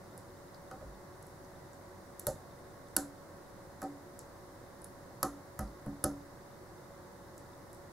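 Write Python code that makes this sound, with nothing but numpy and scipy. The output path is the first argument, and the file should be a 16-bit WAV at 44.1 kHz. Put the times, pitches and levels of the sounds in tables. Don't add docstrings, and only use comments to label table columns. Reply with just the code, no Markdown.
import sys
import numpy as np
from scipy import signal
from scipy.fft import rfft, irfft
from scipy.io import wavfile

SR = 44100
rng = np.random.default_rng(int(sys.argv[2]) if len(sys.argv) > 2 else 0)


def bounce(signal):
    frames = np.transpose(np.atleast_2d(signal))
    limited = np.clip(frames, -1, 1)
    pcm = np.round(limited * 32767).astype(np.int16)
    wavfile.write(sys.argv[1], SR, pcm)


N = 349272


def from_db(db):
    return 10 ** (np.asarray(db) / 20)


def rms_one(x):
    return x / np.sqrt(np.mean(x ** 2))


def at_hz(points, hz):
    points = np.array(points)
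    return np.interp(np.log(hz), np.log(points[:, 0]), points[:, 1])


def drift(rate):
    steps_per_s = 40
    steps = rng.standard_normal(round(N / SR * steps_per_s) + 2)
    slow = signal.lfilter([1], [1, -np.exp(-rate / 6)], steps)
    return np.interp(np.arange(N) / SR * steps_per_s, np.arange(len(slow)), rms_one(slow))


def ring(force, hz, t60):
    keep = from_db(-60 / (t60 * SR))
    turn = 2 * np.pi * hz / SR
    return signal.lfilter([0, np.sin(turn)], [1, -2 * keep * np.cos(turn), keep * keep], force)


def nearness_db(hz, centre_hz, spread, floor_db):
    octaves = np.log2(hz / centre_hz)
    return max(-6 * (octaves / spread) ** 2, floor_db)


def add(track, sound, s):
    at = round(s * SR)
    track[..., at:at + sound.shape[-1]] += sound[..., :N - at]


def coloured(spectrum, peaks=()):
    # (f/Hz, likeness from 0 to 1)
    likeness = [(60, 0.86), (290, 0.81), (640, 0.5), (1400, 0.4), (2200, 0.074), (3500, 0.078)]
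    hz = np.fft.rfftfreq(N, 1 / SR) + 1
    db = at_hz(spectrum, hz)
    for centre, width, change_db in peaks:
        db = db + change_db / (1 + (2 * (hz - centre) / width) ** 2)
    mid, side = rfft(rng.standard_normal((2, N))) * from_db(db)
    alike = np.clip(at_hz(likeness, hz), 0, 1)
    opposite = side * np.array([[1], [-1]])
    return rms_one(irfft(np.sqrt(1 + alike) * mid + np.sqrt(1 - alike) * opposite, N))


def hum():
    # (f/Hz, rms level/dB)
    tones = [(48.4, -71), (91.5, -66.5), (484, -73.5), (565.2, -62), (748.3, -73.5), (969, -72.5)]
    t = np.arange(N) / SR
    out = np.zeros(N)
    for hz, db in tones:
        level = np.sqrt(2) * from_db(db + 1.37 * drift(9.0))
        phase = 0.17 * drift(1.73) + rng.uniform(0, 7.9)
        out += level * np.sin(2 * np.pi * hz * t + phase)
    return out


def rumble():
    # (f/Hz, relative level/dB per Hz)
    air_shape = [(20, -11.5), (50, -14), (130, -2.5), (230, -10.5), (380, -10), (410, -11.5), (700, -11),
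                 (1150, -14), (1230, -15.5), (2050, -19), (2400, -28), (3500, -31), (6000, -62)]
    # (f/Hz, width/Hz, level change/dB)
    standing_waves = [(120, 6.5, -2.5), (190.6, 12, 5), (271, 11, 6), (322, 12.6, 7), (364.7, 26.5, 10),
                      (518, 17, 4.5), (532, 22, 3), (641, 21.4, 3), (873, 20, 4.5), (1094, 27, 6.5)]
    return from_db(-53 + 0.11 * drift(5.0)) * coloured(air_shape, standing_waves)


def crackle():
    clicks_per_s, tone_hz, t60_s, level_db = 43, 3670, 0.015, -67.5
    chance = clicks_per_s * from_db(7 * drift(2.5)) / SR
    born = rng.random(N) < chance
    clicks = born * rng.standard_normal(N) + 1e-18
    return from_db(level_db) * ring(clicks, tone_hz, t60_s)


def hiss():
    # (f/Hz, relative level/dB per Hz)
    hiss_shape = [(20, -31), (2000, -27), (3000, -17.5), (3700, 2), (5300, 2), (8000, -1.5), (10000, -0.5),
                  (13000, -4), (15700, -5)]
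    top_hz, level_db = 15750, -65
    steep = signal.ellip(10, .5, 50, top_hz, fs=SR, output="sos")
    return from_db(level_db) * signal.sosfilt(steep, coloured(hiss_shape))


def struck_lock(force, hz, spread, floor_db):
    # (f/Hz, relative level/dB, time to fall 60 dB/s)
    lock_modes = [(2920, -16, 0.0065), (3680, -6, 0.0027), (4500, -3.5, 0.0033), (5120, -6, 0.0054),
                  (6170, -8.5, 0.0048), (7050, -7.5, 0.006), (7940, -3, .003), (9240, -2, 0.0029),
                  (9970, 3, 0.0028), (10300, 3, 0.0035), (11420, -0.5, 0.0033), (13100, -4.5, 0.004),
                  (14400, 1, 0.0014), (15200, -10, 0.0047), (17500, -8, 0.0016)]
    sound = np.zeros(len(force))
    for k, (mode_hz, db, t60) in enumerate(lock_modes):
        gain = from_db(db + nearness_db(mode_hz, hz, spread, floor_db))
        sound += (-1) ** k * gain * ring(force, mode_hz, t60)
    return sound / np.abs(sound).max()


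def ticks():
    # (t/s, level/dB, main f/Hz, spread/octaves,
    # rebound level against the contact/dB, second pitch that lingers in the echo, mostly lower f/Hz)
    contacts = [(.177, -38, 10200, .44, -16, 8000), (.545, -46.5, 4330, .34, -12, 4500),
                (0.7123, -43, 6030, 1.3, -9, 5000), (1.226, -45.5, 8400, .55, -12, 7000),
                (1.267, -44.5, 10200, .54, -12, 8000), (1.4465, -52, 5400, .65, -12, 5000),
                (1.732, -48, 7800, 0.37, -14, 7000), (2.195, -28.5, 11500, 0.7, 1.5, 7300),
                (2.268, -14.5, 11140, 0.44, -8, 7000), (2.884, -51, 7750, 0.6, -12, 7000),
                (2.9649, -9.5, 10900, 0.54, -2.5, 7340), (3.8178, -35, 8500, 1.3, -2.5, 6500),
                (3.829, -38, 7500, .88, -9, 5000), (3.837, -45, 10200, .35, -12, 7000),
                (4.1907, -33, 8100, 0.59, -15, 6000), (4.818, -44, 9500, 0.3, -10, 9500),
                (4.8427, -34.5, 10000, 0.14, -1, 10000), (5.2291, -15, 11000, 0.29, -4, 6500),
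                (5.5908, -27.5, 10000, 0.95, -6, 6060), (5.6072, -41, 10000, .39, -9, 9500),
                (5.616, -51, 11000, .45, -12, 9000), (5.659, -56, 5000, .45, -12, 5000),
                (5.676, -52, 4500, .42, -9, 4500), (5.8617, -47, 11100, .45, -12, 9000),
                (6.040, -15.5, 10300, 0.35, -2, 6100), (7.379, -42, 9400, 0.75, -6, 7500),
                (7.73, -43, 9450, .7, -13, 8000), (7.747, -47.5, 9050, .55, -12, 8000)]
    rebound_s, chatter_s, chatter_db = .0022, 0.00074, -11
    echo_spread, echo_reach_db = .28, -11
    near, far, t = np.zeros(N), np.zeros(N), np.arange(1000) / SR
    for s, peak_db, hz, spread, rebound_db, echo_hz in contacts:
        grains = rng.standard_normal((2, len(t))) ** 3
        force = grains * from_db(chatter_db) * np.exp(-t / chatter_s)
        force[:, 0] = 1
        reach_db = -7.5 + 0.22 * peak_db
        contact = struck_lock(force[0], hz, spread, reach_db)
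        rebound = struck_lock(force[1], hz, spread, reach_db)
        add(near, from_db(peak_db) * contact, s)
        add(near, from_db(peak_db + rebound_db) * rebound, s + rebound_s)
        click = 1.0 * (t == 0)
        second = struck_lock(click, echo_hz, echo_spread, echo_reach_db)
        own = from_db(-2) * struck_lock(click, hz, echo_spread, echo_reach_db)
        echo_db = -12 - 0.14 * peak_db
        add(far, from_db(peak_db + echo_db) * (second + own), s)
    return near, far


def knocks():
    # (t/s, vice level/dB, vice f/Hz, table level/dB, table f/Hz, leg sway level/dB)
    slips = [(.712, -44, 1020, -51, 580, -54), (0.811, -51.5, 1250, -51.5, 580, -45),
             (2.268, -33, 780, -37.5, 560, -45), (2.965, -32.5, 1240, -42.5, 313, -53),
             (3.818, -43, 1300, -46.5, 400, -60), (3.826, -39, 780, -48, 330, -56),
             (5.229, -30, 1210, -39, 393, -50), (5.591, -37.5, 1160, -39.5, 150, -35.5),
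             (5.862, -46, 900, -43, 225, -45), (6.039, -33, 1140, -35.5, 365, -42)]
    # (f/Hz, relative level/dB, time to fall 60 dB/s)
    vice_modes = [(766, 2, 0.11), (904, -7.5, 0.084), (1057, -14, 0.057), (1174, -11, 0.025),
                  (1345, 5.5, 0.0083), (1383, -10.5, 0.027), (1561, -8, 0.06), (1778, -11.5, 0.2),
                  (1903, -8, 0.044)]
    table_modes = [(145, -2, 0.44), (172.7, 5, 0.12), (205, 6, 0.24), (285, 2.5, 0.46), (337.8, -0.5, 0.21),
                   (384.5, -5.5, 0.15), (247, -5.5, 0.22), (457, -5.5, 0.26), (494, -9, 0.074),
                   (660, -6, 0.076), (536.4, -1, 0.13), (608, 3.5, 0.094)]
    sway_modes = [(51.8, -5, 0.28)]
    out, t = np.zeros(N), np.arange(SR // 2) / SR
    for s, vice_db, vice_hz, table_db, table_hz, sway_db in slips:
        # modes, level in dB, time to the height of the push in s, pitch in Hz, spread in octaves
        bodies = ((vice_modes, vice_db, 0.0009, vice_hz, .6),
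                  (table_modes, table_db, 0.0048, table_hz, .7),
                  (sway_modes, sway_db, .018, 50, 1))
        for modes, level_db, push_s, centre_hz, spread in bodies:
            for hz, db, t60 in modes:
                push = rng.standard_normal(len(t)) * t * np.exp(-t / push_s)
                sound = ring(push, hz, t60)
                gain = from_db(level_db + db + nearness_db(hz, centre_hz, spread, -10.5))
                add(out, gain * sound / np.abs(sound).max(), s)
    return out


def room(x, alike):
    t60_s, build_up_s = 0.24, 0.0011
    apart_hz, apart_db = 10000, 2.5
    wall_cut_hz = 11500
    t = np.arange(SR // 2) / SR
    rise = np.clip(t / build_up_s, 0, 1) ** 2
    mid, side = rng.standard_normal((2, len(t))) * rise * from_db(-60 * t / t60_s)
    treble = signal.butter(2, apart_hz, "high", fs=SR, output="sos")
    side = side + from_db(apart_db) * signal.sosfilt(treble, side)
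    opposite = side * np.array([[1], [-1]])
    echoes = np.sqrt(alike) * mid + np.sqrt(1 - alike) * opposite
    soft_walls = signal.butter(2, wall_cut_hz, fs=SR, output="sos")
    echoes = signal.sosfilt(soft_walls, echoes) / np.sqrt(np.sum(mid ** 2))
    return signal.fftconvolve(x[None], echoes, axes=1)[:, :N]


def inlets(x):
    # (f/Hz, width/Hz, level/dB)
    dips = [(11600, 2600, -8), (14200, 2200, -9)]
    out = []
    for channel, (hz, width, db) in zip(x, dips):
        b, a = signal.iirpeak(hz, hz / width, fs=SR)
        out.append(channel + (from_db(db) - 1) * signal.lfilter(b, a, channel))
    return np.array(out)


def scene():
    background = rumble() + hum() + crackle()
    metal, to_walls = ticks()
    wood = knocks()
    wash = room(to_walls, alike=0.76) + from_db(-2.5) * room(wood, alike=0.99)
    sound = inlets(metal + wash + wood + background) + hiss()
    return from_db([[-.4], [.4]]) * sound


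def record(dry):
    low_hz, high_hz, dip_db, cutoff_hz = 2224 * 1.045, 3640 / 1.115, -3, 16900
    for hz in np.geomspace(low_hz, high_hz, num=3):
        b, a = signal.iirpeak(hz, 4.0, fs=SR)
        dry = dry + (from_db(dip_db) - 1) * signal.lfilter(b, a, dry)
    return signal.sosfilt(signal.cheby2(16, 70, cutoff_hz, fs=SR, output="sos"), dry)


dry = scene()
out = record(dry)
bounce(out)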